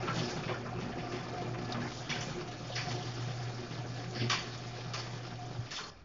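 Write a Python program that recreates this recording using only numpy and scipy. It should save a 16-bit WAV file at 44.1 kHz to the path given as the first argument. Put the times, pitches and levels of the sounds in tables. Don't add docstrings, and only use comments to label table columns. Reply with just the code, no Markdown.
import sys
import numpy as np
from scipy import signal
from scipy.io import wavfile
from scipy.ndimage import uniform_filter1d

SR = 44100
rng = np.random.default_rng(int(sys.argv[2]) if len(sys.argv) > 2 else 0)


def dump_mix(stems):
    frames = np.atleast_2d(stems).T
    limited = np.clip(frames, -1, 1)
    pcm = np.round(limited * 32767).astype(np.int16)
    wavfile.write(sys.argv[1], SR, pcm)


N = 266408
T = np.arange(N) / SR
MOTOR_OFF_S = 5.665


def undb(db):
    return 10 ** (np.asarray(db) / 20)


def unit(x):
    return x / np.sqrt(np.mean(x ** 2))


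def band(x, lo_hz, hi_hz, order=2):
    return signal.sosfilt(signal.butter(order, [lo_hz, hi_hz], "band", fs=SR, output="sos"), x)


def ring(x, hz, t60):
    pole = np.exp(2j * np.pi * hz / SR - np.log(1000) / (t60 * SR))
    return signal.lfilter([1], [1, -pole], x).imag


def walk(rate):
    hold = int(SR / rate)
    steps = np.repeat(rng.standard_normal(N // hold + 1), hold)
    smooth = uniform_filter1d(uniform_filter1d(steps, hold), hold)
    return unit(smooth[:N])


def curves(table):
    times, *columns = np.transpose(table)
    return [np.interp(T, times, column) for column in columns]


def bumps(rate, t60, spread_db):
    hit = rng.random(N) < rate / SR
    size = hit * undb(spread_db * rng.standard_normal(N))
    shake = signal.lfilter([1], [1, -1000. ** (-1 / (t60 * SR))], size)
    return shake / np.mean(shake)


def outdoors():
    start_db, fade_db_per_s = -53.5, 0.9
    murmur = unit(band(rng.standard_normal(N), 27, 120))
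    return undb(start_db - fade_db_per_s * T) * murmur


def garage(x):
    low_t60_s = 0.82
    t = T[:int(.8 * SR)]
    noise = rng.standard_normal(len(t))
    dull = band(noise, 46, 1300)
    rest = (noise - dull) * np.exp(-t / 0.21)
    build_up = np.minimum(t / 0.016, 1)
    tail = (dull + rest) * 1000. ** (-t / low_t60_s) * build_up
    return signal.fftconvolve(x, tail / np.sqrt(np.sum(tail ** 2)))[:N]


def snaps():
    # t/s, level/dB, start f/Hz
    wire_snaps = [(1.7224, -25.5, 6000), (1.7315, -33, 4300)]
    end_hz, glide_s, t60_s = 3600, 0.00098, 0.018
    out, t = np.zeros(N), T[:SR // 20]
    shape = np.minimum(t / 0.00063, 1) * 1000. ** (-t / t60_s)
    for s, db, hz in wire_snaps:
        pitch = end_hz + (hz - end_hz) * np.exp(-t / glide_s)
        i = int(s * SR)
        out[i:i + len(t)] += undb(db) * shape * np.sin(2 * np.pi * np.cumsum(pitch) / SR)
    return out


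def pings():
    # t/s, level/dB, f/Hz
    strikes = [(0.077, -27, 1326), (.1, -29.5, 1338), (0.434, -41, 2560), (0.542, -36, 1421),
               (1.82, -35, 1690), (2.101, -34, 5840), (2.102, -39, 3420), (2.119, -33, 2300),
               (2.162, -36.5, 1550), (2.206, -35.5, 6040), (2.754, -36, 5124), (2.756, -39, 5770),
               (2.775, -40, 2368), (2.779, -34, 4478), (2.788, -38, 2430), (2.911, -40.5, 4490),
               (4.16, -40, 1716), (4.296, -29, 3100), (4.299, -28.5, 5810), (4.299, -26.5, 1150),
               (4.3, -29, 4651), (4.327, -28.5, 1128), (4.343, -34, 4700), (4.386, -34, 4600),
               (4.389, -39, 3229), (4.946, -36, 1210), (4.954, -39, 2480), (4.99, -40.5, 4780),
               (5.714, -38, 1765), (5.763, -35, 3531), (5.766, -39, 3160), (5.79, -37, 1430),
               (5.835, -38, 4250)]
    rise_s, t60_s = 0.001, 0.071
    out, t = np.zeros(N + SR), T[:SR // 10]
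    shape = (1 - np.exp(-t / rise_s)) * 1000. ** (-t / t60_s)
    start_turns = rng.random((len(strikes), 1))
    for (s, db, hz), turn in zip(strikes, start_turns):
        i = int(s * SR)
        out[i:i + len(t)] += undb(db) * shape * np.sin(2 * np.pi * (hz * t + turn))
    return out[:N]


def thuds():
    # t/s, level/dB relative to the other pushes, f/Hz
    pushes = [(0.087, -29, 158), (0.201, -28, 140.5), (0.16, -25.5, 168), (0.231, -31, 300),
              (0.359, -26.5, 170), (0.461, -29.5, 160), (0.505, -23, 356), (0.779, -28.5, 141),
              (0.819, -27, 204), (0.857, -29, 159), (0.97, -23.5, 356), (1.137, -26, 246),
              (1.453, -31, 228), (1.585, -32.5, 176), (1.747, -26.5, 234), (1.77, -32, 162),
              (1.795, -34, 165), (1.852, -25.5, 302), (2.092, -28.5, 144), (2.16, -29.5, 150),
              (2.314, -33.5, 159), (2.7, -23, 556), (2.794, -36, 141), (2.869, -27, 143), (2.916, -32, 333),
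              (3.272, -28.5, 153), (3.782, -32, 136), (3.844, -33, 149), (4.159, -25.5, 235),
              (4.215, -22, 232), (4.241, -30, 230), (4.349, -39.5, 129), (5.501, -32, 146)]
    fade_cycles = 22.3
    out, boom = np.zeros((2, N + SR))
    t = T[:SR // 2]
    for s, db, hz in pushes:
        shape = undb(db) * (1 - np.exp(-t / 0.0083)) * 1000. ** (-t * hz / fade_cycles)
        pair = np.sin(2 * np.pi * hz * t) + 0.35 * np.sin(2 * np.pi * 1.13 * hz * t)
        i = int(s * SR)
        out[i:i + len(t)] += shape * pair
        boom[i:i + len(t)] += shape
    sheet = unit(band(rng.standard_normal(N), 120, 620))
    return undb(-1.0) * out[:N] + undb(-11.0) * boom[:N] * sheet


def loose_rollers():
    hits_per_s, level_db, spread_db, t60_s = 30, -46, 2.5, 0.065
    hit = (rng.random(N) < hits_per_s / SR) * (T < MOTOR_OFF_S)
    size = hit * undb(level_db + spread_db * rng.standard_normal(N))
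    shiver = signal.lfilter([1], [1, -1000. ** (-1 / (t60_s * SR))], size)
    return band(shiver * rng.standard_normal(N), 600, 5300)


def clatter():
    # t/s, relative level/dB, centre f/Hz, spread/octaves, hold/s, fade t60/s
    knocks = [(0.069, -47, 2505, .7, 0.025, .1), (0.071, -40.5, 1196, 0.6, 0.028, 0.083),
              (0.162, -47, 1380, 0.39, 0.0061, .06), (0.18, -44, 3200, 0.36, 0.018, 0.1),
              (0.365, -44.5, 1464, 0.35, 0.0078, 0.054), (0.154, -50, 4330, 1.1, 0.061, 0.055),
              (0.279, -48.5, 5160, 0.47, 0.011, 0.26), (0.432, -43, 2320, 0.65, 0.0058, 0.045),
              (0.478, -43, 1805, 0.94, 0.023, 0.21), (0.48, -46.5, 790, .7, .02, .08),
              (0.504, -39.5, 784, 0.72, 0.0088, 0.088), (0.537, -41.5, 1444, 0.29, 0.0069, 0.21),
              (0.655, -46.5, 1286, 0.39, 0.018, 0.25), (0.8, -54, 2520, 1.3, 0.012, 0.52),
              (0.917, -52.5, 2400, .8, 0.0087, .08), (0.983, -50.5, 2640, .8, 0.017, 0.14),
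              (1.119, -51.5, 1800, 1.5, 0.024, 0.66), (1.535, -49, 1616, 0.71, 0.022, 0.066),
              (1.651, -50.5, 4580, 0.27, .004, 0.045), (1.724, -47, 4200, 0.77, 0.0034, 0.055),
              (1.741, -46, 1467, 0.88, 0.018, 0.062), (1.775, -43, 940, .6, 0.01, 0.054),
              (1.846, -50, 1397, 0.44, 0.013, 0.053), (1.801, -49, 1910, 0.62, 0.016, 0.13),
              (2.092, -40, 2500, 1.04, 0.02, 0.38), (2.207, -45.5, 2155, 1.1, 0.0085, 0.16),
              (2.208, -43.5, 6030, 0.2, 0.011, 0.39), (2.51, -54.5, 3260, 1.3, 0.015, 0.13),
              (2.718, -46, 3400, 0.3, .02, 0.049), (2.756, -44, 2100, 0.87, 0.025, 0.45),
              (2.799, -56, 1660, 0.26, 0.011, 0.078), (2.752, -41, 4700, 0.35, 0.014, 0.49),
              (2.859, -50, 1470, 0.85, 0.014, 0.041), (2.883, -47, 4740, .3, 0.016, 0.06),
              (2.904, -49, 2130, 3.4, 0.02, 0.065), (3.272, -58.5, 2510, 2.1, 0.048, 0.29),
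              (3.976, -62.5, 2180, 1.9, 0.037, 0.18), (4.148, -51, 2260, 0.77, 0.12, 0.22),
              (4.147, -43.5, 4650, 0.17, 0.092, 0.2), (4.161, -44.5, 1860, 0.12, 0.028, 0.16),
              (4.194, -45, 3020, 0.44, 0.035, 0.081), (4.2943, -34.5, 2590, 1.22, 0.027, 0.33),
              (4.297, -44.5, 5380, 0.23, 0.0078, 0.17), (4.327, -40, 1120, 0.43, 0.016, 0.047),
              (4.932, -47, 3040, 2, 0.0092, 0.5), (4.933, -43, 4940, .35, 0.013, 0.086),
              (4.974, -45.5, 4750, 0.21, .025, 0.23), (4.937, -48.5, 1227, 0.24, 0.0082, 0.091),
              (5.262, -58, 3490, 1.2, 0.0089, 0.11), (5.706, -47, 4280, .9, 0.084, 0.24),
              (5.719, -45, 1510, 0.43, 0.0073, 0.11), (5.766, -44.5, 3290, 0.4, 0.0074, 0.056),
              (5.775, -46, 1256, 0.71, 0.02, 0.17), (5.835, -46.5, 4100, .25, 0.0061, 0.05),
              (5.836, -48.5, 1405, .4, 0.0092, 0.072)]
    edges_hz = [450, 800, 1000, 1300, 1500, 1900, 2600, 3500, 4400, 5300, 6000, 7300]
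    track_db = (4, -5, -2.5, -8, -2.5, -1.5, 0.5, -1.5, 0, 0.2, 3.5)
    # f/Hz, relative level/dB, fade t60/s
    hardware = [(1061, 2, 0.14), (1211, 2, 0.14), (1368, 0, 0.1), (1630, 0, 0.14), (1790, -2, .12),
                (2080, -1, 0.14), (2287, -1, .15), (2351, -1, .15), (2415, 0, 0.15), (2560, -2, .14),
                (3003, -3, 0.15), (3126, 0, .15), (3465, -2, 0.16), (4673, -5, 0.12)]

    t = T[:SR // 2]
    ticks = rng.standard_normal((len(knocks), 2, len(t)))
    centres = np.sqrt(np.multiply(edges_hz[1:], edges_hz[:-1]))
    tracks = np.zeros((len(edges_hz) - 1, N + len(t)))
    for (s, level_db, hz, spread, hold, t60), (noise, size) in zip(knocks, ticks):
        distance = np.log2(centres / hz) / max(spread, .2)
        db = level_db + np.array(track_db) - 6 * distance ** 2
        rise = np.minimum(t / .0015, 1)
        fade = 1000. ** (-np.maximum(t - hold, 0) / max(t60, .01))
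        uneven = undb(1.6 * size[::120].repeat(120)[:len(t)])
        volley = unit(noise * uneven) * rise * fade
        i = int(s * SR)
        tracks[:, i:i + len(t)] += undb(db)[:, None] * volley

    blow = np.zeros(N)
    for x, lo, hi in zip(tracks, edges_hz, edges_hz[1:]):
        makeup = np.sqrt(SR / 2 / (hi - lo))
        blow += band(x, lo, hi, order=4)[:N] * makeup
    blow = blow + loose_rollers()
    modes = sum(undb(db) * ring(blow, hz, t60) for hz, db, t60 in hardware)
    ringing = undb(-9) * np.std(blow) * unit(modes)
    return undb(-2.0) * (blow + ringing)


def rolling():
    # t/s, panel rumble level/dB, roller grind level/dB, rail hiss level/dB
    travel = [(0, -42, -45, -51), (.28, -41, -48.5, -44.5), (.75, -44.5, -52, -58.5), (1.15, -45, -50, -54),
              (1.6, -42, -53.5, -54.5), (1.85, -43.5, -46.5, -51), (1.95, -48, -55, -49),
              (2.3, -43, -50, -48.5), (2.5, -46.5, -54.5, -53), (2.95, -45, -51.5, -47.5),
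              (3.3, -47.5, -52, -51), (4.1, -46, -53.5, -51.5), (4.5, -48.5, -53, -49),
              (5.1, -47, -52, -52.5), (5.45, -50.5, -57, -54.5), (5.88, -51.5, -55.5, -51.5)]
    # f/Hz, relative level per Hz/dB
    colour = [(100, -26), (150, 0.5), (200, -10), (350, -7.5), (550, -13), (720, -11.5), (900, -17.5),
              (1230, -11), (2200, -20), (3500, -18), (5300, -16), (7000, -20)]
    # f/Hz, level over the grind/dB, fade t60/s
    rail_modes = [(535, -12.5, 0.024), (769, -8, 0.039), (1186, -12.5, 0.13), (1380, -18.5, 0.13),
                  (1718, -12.5, 0.3), (2405, -14, 0.038)]

    door_rests_s, stop_s, settle_db_per_s = 5.9, .005, 57
    stop_db = np.array((-6.5, -5, -13.5))[:, None]
    still = np.maximum(T - door_rests_s, 0)
    settle_db = stop_db * np.minimum(still / stop_s, 1) - settle_db_per_s * still
    rumble_db, grind_db, hiss_db = curves(travel) + settle_db

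    hz_points, db_points = np.transpose(colour)
    parts = np.zeros((3, N))
    shared_shake = np.sqrt(.75 + .25 * bumps(45, .08, 3))
    for hz in 100 * 2 ** np.arange(0, 6.3, 1 / 3):
        db = np.interp(np.log(hz), np.log(hz_points), db_points) + 10 * np.log10(hz)
        noise = unit(band(rng.standard_normal(N), hz / 2 ** (1 / 6), hz * 2 ** (1 / 6)))
        flicker = undb(db + 1.5 * walk(40))
        own_shake = np.sqrt(.5 + .5 * bumps(40, .06, 3))
        part = int(hz > 800) + int(hz > 3000)
        parts[part] += noise * flicker * shared_shake * own_shake

    rail = np.zeros(N)
    for hz, db, t60 in rail_modes:
        rail += undb(db + 2.4 * walk(25)) * unit(ring(rng.standard_normal(N), hz, t60))
    rumble = unit(parts[0]) * undb(rumble_db)
    grind = (unit(parts[1]) + rail) * undb(grind_db)
    hiss = unit(parts[2]) * undb(hiss_db)
    return rumble + grind + hiss


def motor():
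    # t/s, hum level/dB, 2nd partial level/dB, 3rd partial level/dB, housing buzz (6th) level/dB
    partial_levels = [(0.0, -42, -58.5, -42.5, -74), (0.11, -44.5, -66, -55, -57),
                      (0.23, -36.5, -47, -44, -65), (0.28, -41.5, -49, -47, -50.5),
                      (0.45, -50, -53, -56, -60), (0.49, -42.5, -55.5, -46, -52),
                      (0.68, -47.5, -48, -59, -65), (0.73, -46.5, -68, -57, -47),
                      (0.78, -39.5, -52, -43.5, -60), (0.94, -49.5, -46.5, -53.5, -52.5),
                      (1.04, -50, -58, -63, -50), (1.15, -44.5, -51, -44, -50),
                      (1.23, -46, -51, -55.5, -51), (1.39, -48.5, -55, -49.5, -45.5),
                      (1.5, -39.5, -49.5, -48.5, -55), (1.71, -45, -50, -50.5, -51),
                      (1.78, -41.5, -43.5, -65, -48), (1.84, -44, -44, -43.5, -62),
                      (1.94, -47, -62, -54.5, -53), (2.13, -47, -50, -58, -57.5),
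                      (2.17, -43.5, -51, -76, -45.5), (2.39, -51, -58, -44, -67),
                      (2.45, -50, -63, -52, -51), (2.62, -47, -68, -59, -56.5),
                      (2.84, -41, -65, -59, -48.5), (2.89, -39, -57, -64, -42),
                      (2.92, -36, -43.5, -45, -56), (2.96, -42.5, -61, -49.5, -49),
                      (3.13, -40.5, -62, -56, -57), (3.49, -39.5, -59, -54.5, -51),
                      (3.65, -48.5, -51, -47, -60), (3.68, -48, -63, -73, -52),
                      (3.75, -46, -51.5, -56, -65), (3.8, -39.5, -64, -63, -51.5),
                      (3.89, -42, -58.5, -78, -54.5), (4.11, -41.5, -74, -45, -52.5),
                      (4.16, -43.5, -50, -55, -56), (4.22, -33, -55, -43, -57),
                      (4.44, -52, -63, -56, -49.5), (4.48, -44, -54.5, -55, -59),
                      (4.75, -45, -62.5, -52, -50.5), (4.9, -41, -57.5, -68.5, -59),
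                      (5.27, -46, -66, -50, -54), (5.35, -45.5, -53.5, -61, -56),
                      (5.46, -44.5, -70, -80, -49.5), (5.57, -45, -59, -54, -63)]
    hum_hz = 119.87
    wavers, waver_rates = (.27, .8, .85, 1.2), (35, 40, 56, 90)
    strain_s, strain_db, strain_fade_s = 5.583, 13, 0.034
    run_down_db_per_s = 508

    phase = 2 * np.pi * hum_hz * T
    hum_db, *overtones = curves(partial_levels)
    after = T - strain_s
    hum_db = hum_db + strain_db * np.clip(after / 0.011, 0, 1) * np.exp(-(after / strain_fade_s) ** 2)
    overtones = [db + 1 * walk(11) for db in overtones]
    steadying = 1.3 - .1 * T
    out = 0
    for k, db, waver, rate in zip((1, 2, 3, 6), [hum_db] + overtones, wavers, waver_rates):
        shake = 1 + waver * steadying * (walk(rate) + 1j * walk(rate))
        out = out + undb(db) * unit((shake * np.exp(1j * k * phase)).imag)
    return out * undb(-run_down_db_per_s * np.maximum(T - MOTOR_OFF_S, 0))


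def scene():
    hits = clatter() + thuds() + snaps() + pings()
    echoes = undb(-12) * garage(hits)
    return (motor() + rolling() + outdoors() + hits + echoes)[None]


def record(dry):
    dip_hz, soft_hz, edge_hz, top_hz = 3995, 5910, 7200, 7957
    offset = .0008
    x = dry - .75 * signal.lfilter(*signal.iirpeak(dip_hz, 25, fs=SR), dry)
    x = signal.sosfilt(signal.butter(4, soft_hz, fs=SR, output="sos"), x)
    x = signal.sosfilt(signal.ellip(10, .5, 50, edge_hz, fs=SR, output="sos"), x + offset)
    return signal.sosfilt(signal.ellip(8, .2, 70, top_hz, fs=SR, output="sos"), x)


dry = scene()
out = record(dry)
dump_mix(out)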